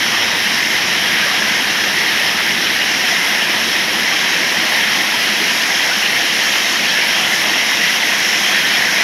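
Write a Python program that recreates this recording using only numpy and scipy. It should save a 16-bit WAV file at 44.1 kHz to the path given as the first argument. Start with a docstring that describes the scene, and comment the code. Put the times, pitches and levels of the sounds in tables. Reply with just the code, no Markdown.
"""A river spills over a low weir in a park and roars without a break.
The falling sheet of water drums air into the pool, pockets of air gurgle, a swarm of small ringing
bubbles makes the bright rush, and foam and spray hiss on top. The roar swells briefly now and then,
and a few big air pockets gulp near the middle. A small, almost mono microphone on the bank slowly
narrows its focus, so the sound grows a little brighter and draws in toward the centre."""
import sys
import numpy as np
from scipy import signal
from scipy.fft import irfft
from scipy.io import wavfile

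SR = 44100
rng = np.random.default_rng(int(sys.argv[2]) if len(sys.argv) > 2 else 0)


def store_pcm(level_fs):
    """Save levels as 16-bit WAV."""
    pcm = np.round(np.clip(level_fs, -1, 1) * 32767).astype(np.int16)
    wavfile.write(sys.argv[1], SR, np.atleast_2d(pcm).T)


N = 398223


def from_db(db):
    """Turn decibels into a number to multiply by."""
    return 10 ** (np.asarray(db) / 20)


def rms_one(x):
    """Scale a signal so that its average strength (RMS) is 1."""
    return x / np.sqrt(np.mean(x ** 2) + 1e-20)


def coloured(x, colour):
    """Turn each pitch up or down along a tone curve of f/Hz, level/dB points."""
    hz, db = np.transpose(colour)
    grid_hz = np.maximum(np.fft.rfftfreq(8192, 1 / SR), 1)
    gains = from_db(np.interp(np.log(grid_hz), np.log(hz), db))
    response = np.fft.fftshift(irfft(gains))
    return signal.oaconvolve(x, response * np.hanning(len(response)), mode="same")


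def churn(depth_db, rate):
    """Swirling water makes a level (dB) wander at random, about `rate` times a second."""
    hold, warm_up = 40, 2000  # samples per step, steps thrown away
    r = np.exp(-2 * np.pi * rate * hold / SR)
    noise = rng.standard_normal(N // hold + warm_up + 2)
    slow = signal.lfilter([1], [1, -2 * r, r * r], noise)[warm_up:]
    return depth_db * np.repeat(rms_one(slow), hold)[:N]


def ring(clicks, hz, cycles):
    """Each click sets a bubble ringing; it fades by 60 dB in `cycles` vibrations."""
    decay = np.exp(-np.log(1000) * hz / (cycles * SR))
    turn = 2 * np.pi * hz / SR
    return signal.lfilter([0, np.sin(turn)], [1, -2 * decay * np.cos(turn), decay ** 2], clicks + 1e-18)


def bubbles(span_hz, per_s, cycles, spread_db, clump_db, clump_rate, sizes):
    """Bubbles of several sizes are born at random; each size swells and fades in clumps of its own."""
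    swarm = np.zeros(N)
    for hz in np.geomspace(*span_hz, sizes):
        when, strength, sign = rng.random((int(per_s * N / SR / sizes), 3)).T
        born = (when * N).astype(int)
        boost_db = spread_db * np.minimum(-np.log(1 - strength), 4)  # most are weak, a few strong
        pushes = from_db(boost_db + churn(clump_db, clump_rate)[born]) * np.sign(sign - .5)
        # small, high bubbles die sooner, so a harder push keeps the swarm even
        clicks = np.bincount(born, hz * pushes, N)
        swarm += ring(clicks, hz, cycles)
    return rms_one(swarm)


def water(colour, near, near_db):
    """Nearby bubbles stand out of the smooth wash of countless farther ones."""
    wash = rms_one(coloured(rng.standard_normal(N), colour))
    return rms_one(wash + from_db(near_db) * rms_one(coloured(near, colour)))


# Tone of the deep rumble: f/Hz, level/dB
RUMBLE_TONE = [(15, -42), (30, -21), (45, -15), (58, -11), (68, -5.5), (82, -4.5), (115, -2.5), (150, -6),
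               (250, -50)]

def rumble(settle_s=3.5):
    """A deep rumble starts stronger and settles down."""
    level_db = -50.5 + 7 * np.exp(-np.arange(N) / SR / settle_s)
    return from_db(level_db) * rms_one(coloured(rng.standard_normal(N), RUMBLE_TONE))


# Tone of the water hitting the pool: f/Hz, level/dB
PLUNGE_TONE = [(70, -38), (125, -16.5), (165, -3.5), (212, 0.9), (268, -4), (325, -1), (410, -5.5),
               (480, -16), (700, -46)]

def plunge(focus):
    """The falling sheet drives air under, and whole clouds of bubbles throb at a low pitch."""
    clouds = bubbles((125, 480), per_s=700, cycles=14, spread_db=2, clump_db=0.5, clump_rate=10, sizes=10)
    level_db = -31 - 1.5 * focus + surge_db(hz=240) + churn(depth_db=0.56, rate=3)
    return from_db(level_db) * water(PLUNGE_TONE, clouds, near_db=-2)


# Tone of the air pockets: f/Hz, level/dB
GURGLE_TONE = [(280, -48), (420, -7), (510, -1), (590, -3), (700, 1), (790, 0.5), (860, -1), (985, 1),
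               (1100, -2), (1350, -1), (1600, -14), (2200, -52)]

def gurgle():
    """Pockets of trapped air ring in the pool."""
    pockets = bubbles((400, 1550), per_s=1200, cycles=27.4, spread_db=0.5,
                      clump_db=3, clump_rate=6, sizes=16)
    level_db = -26.8 + surge_db(hz=900) + churn(depth_db=0.33, rate=4.3)
    return from_db(level_db) * water(GURGLE_TONE, pockets, near_db=1.5)


# Tones of the small bubbles (rush) and the even smaller ones (splash): f/Hz, level/dB
RUSH_TONE = [(1000, -54), (1380, -12.5), (1600, -4.5), (1820, -0.5), (2080, -1), (2380, -5.5), (2650, -16),
             (3400, -52)]
SPLASH_TONE = [(1700, -41), (2450, -2.5), (2650, -.5), (3260, 0), (3530, -5.5), (3800, -4), (4150, -7),
               (4600, -9.5), (5100, -31), (6500, -55)]

def white_water(focus):
    """Millimetre-sized bubbles ring by the thousand as the sheet breaks up in uneven slaps."""
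    coarse = bubbles((1350, 2650), per_s=6000, cycles=43, spread_db=2,
                     clump_db=2.6, clump_rate=6.5, sizes=16)
    fine = bubbles((2300, 5000), per_s=10000, cycles=51, spread_db=1.5,
                   clump_db=2.5, clump_rate=7.5, sizes=22)
    rush_db = -19 + 0.5 * focus + surge_db(hz=1910) + churn(depth_db=0.47, rate=1.2)
    splash_db = -20 + 0.3 * focus + surge_db(hz=3000)
    rush = from_db(rush_db) * water(RUSH_TONE, coarse, near_db=4)
    splash = from_db(splash_db) * water(SPLASH_TONE, fine, near_db=5.5)
    return (rush + splash) * from_db(churn(depth_db=0.29, rate=20))


# Tones of the fizzing foam and the falling spray: f/Hz, level/dB
FOAM_TONE = [(3700, -40), (4700, -8), (5100, -2.5), (5480, 0), (6000, -6), (6500, -11), (7100, -18),
             (7700, -23.5), (9000, -47), (11000, -70)]
SPRAY_TONE = [(6000, -43), (7900, -12), (8500, -8), (9000, -9), (10000, -3), (10800, -0.5), (11900, -1.9),
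              (13000, -8), (14200, -12), (15600, -20)]

def foam_and_spray(focus):
    """Foam fizzes as it bursts, and flung drops crackle back onto the water."""
    fizz = bubbles((4500, 8300), per_s=9000, cycles=36, spread_db=1.5,
                   clump_db=2.5, clump_rate=7.7, sizes=15)
    drops = bubbles((8000, 15000), per_s=12000, cycles=15, spread_db=2,
                    clump_db=3, clump_rate=15, sizes=6)
    foam_db = -24 + 0.5 * focus + churn(depth_db=0.5, rate=3)
    treble_db = -1.6 + 3.5 * focus + churn(depth_db=0.9, rate=2.4)
    spray_db = -33.5 + 1.24 * focus + churn(depth_db=0.4, rate=2.5)
    foam = water(FOAM_TONE, fizz, near_db=2)
    # the top of the hiss, near 6-7 kHz, grows stronger as the focus narrows and wanders a little
    treble = coloured(foam, [(5000, -43), (5700, -12), (6500, 2.5)])
    foam = from_db(foam_db) * (foam + (from_db(treble_db) - 1) * treble)
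    spray = from_db(spray_db) * water(SPRAY_TONE, drops, near_db=-5)
    return (foam + spray) * from_db(churn(depth_db=0.28, rate=16))


# Tone of the stereo widening: f/Hz, level/dB
WIDENING_TONE = [(25, -9), (60, -13), (120, -13), (220, -35), (440, -14.5), (700, -22), (1300, -20),
                 (1750, -68), (3200, -70), (5000, -79), (6500, -21), (7900, -3.5), (10000, -45)]

def stereo_width(weir, focus):
    """A faint, delayed, filtered copy widens the roar; a narrow focus fades it, the bass least."""
    copy = coloured(np.roll(weir, SR // 7), WIDENING_TONE)
    bass = coloured(copy, [(580, 0), (1160, -60)])
    return from_db(1 - 15 * focus) * bass + from_db(6 - 39.5 * focus) * (copy - bass)


# Brief swells of the roar: t/s (middle), length/s, level/dB (added at its own pitch), f/Hz
SWELLS = [(1.16, 0.22, 2.3, 1100), (1.37, .22, 1.5, 1900), (1.92, 0.11, 1, 230), (2.11, 0.13, 1.3, 2600),
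          (2.685, 0.11, 2, 2700), (3.992, 0.11, 3, 230), (4.85, 0.15, 1.5, 2500), (5.52, 0.32, 1.1, 1800),
          (6.31, 0.26, 1.2, 2600), (6.86, .12, 2.5, 3100), (7.0, 0.074, 3.2, 1900), (7.18, 0.16, 2, 900),
          (7.84, 0.35, 1.6, 2300), (8.55, 0.12, 2.5, 2100), (8.73, 0.085, 2, 3100), (9.02, 0.13, 4.5, 1500)]

def surge_db(hz, spread_octaves=0.45):
    """The sheet thickens and throws bubbles of about one size; gives the level this adds at `hz`."""
    t, added_db = np.arange(N) / SR, np.zeros(N)
    for middle_s, length_s, swell_db, pitch_hz in SWELLS:
        share = np.exp(-.5 * (np.log2(hz / pitch_hz) / spread_octaves) ** 2)  # less for distant pitches
        during = np.abs(t - middle_s) < 2 * length_s
        bell_curve = np.exp(-(2 * (t[during] - middle_s) / length_s) ** 2)
        added_db[during] += swell_db * share * bell_curve
    return added_db


# Single large air pockets: t/s, level/dB (peak), f/Hz (at the start)
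BIG_POCKETS = [(4.12, -23, 1140), (5.038, -26, 1050), (5.12, -24, 836), (5.136, -23, 940), (5.4, -23, 320),
               (5.411, -23.5, 396), (5.6, -26, 647), (5.911, -17, 1467)]

def gulps(peak_s=0.008, rise_per_s=2.2):
    """A large air pocket swells, rings and rises in pitch on its way to the surface."""
    track, age = np.zeros(N), np.arange(SR // 5) / SR
    swell = age / peak_s * np.exp(1 - age / peak_s)
    for start_s, peak_db, hz in BIG_POCKETS:
        tone = np.sin(2 * np.pi * hz * age * (1 + rise_per_s * age / 2))
        start = int(start_s * SR)
        track[start:start + len(age)] += from_db(peak_db) * swell * tone
    return track


# How tightly the microphone aims at the weir: t/s, focus (0 wide, 1 narrow)
MIC_FOCUS = [(0, 0), (1.5, 0.063), (3, .15), (4.3, .37), (5.5, 0.85), (6.5, 1), (9.03, 1)]

def scene():
    """The whole weir lies straight ahead, so left and right hear nearly the same."""
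    focus = np.interp(np.arange(N) / SR, *np.transpose(MIC_FOCUS))
    pool = rumble() + plunge(focus) + gurgle()
    weir = pool + white_water(focus) + foam_and_spray(focus) + gulps()
    width = stereo_width(weir, focus)
    return np.array([weir + width, weir - width])


def record(dry, cutoff_hz=15750):
    """The very highest hiss is cut off steeply."""
    return signal.sosfilt(signal.ellip(12, .1, 90, cutoff_hz, fs=SR, output="sos"), dry)


dry = scene()
out = record(dry)
store_pcm(out)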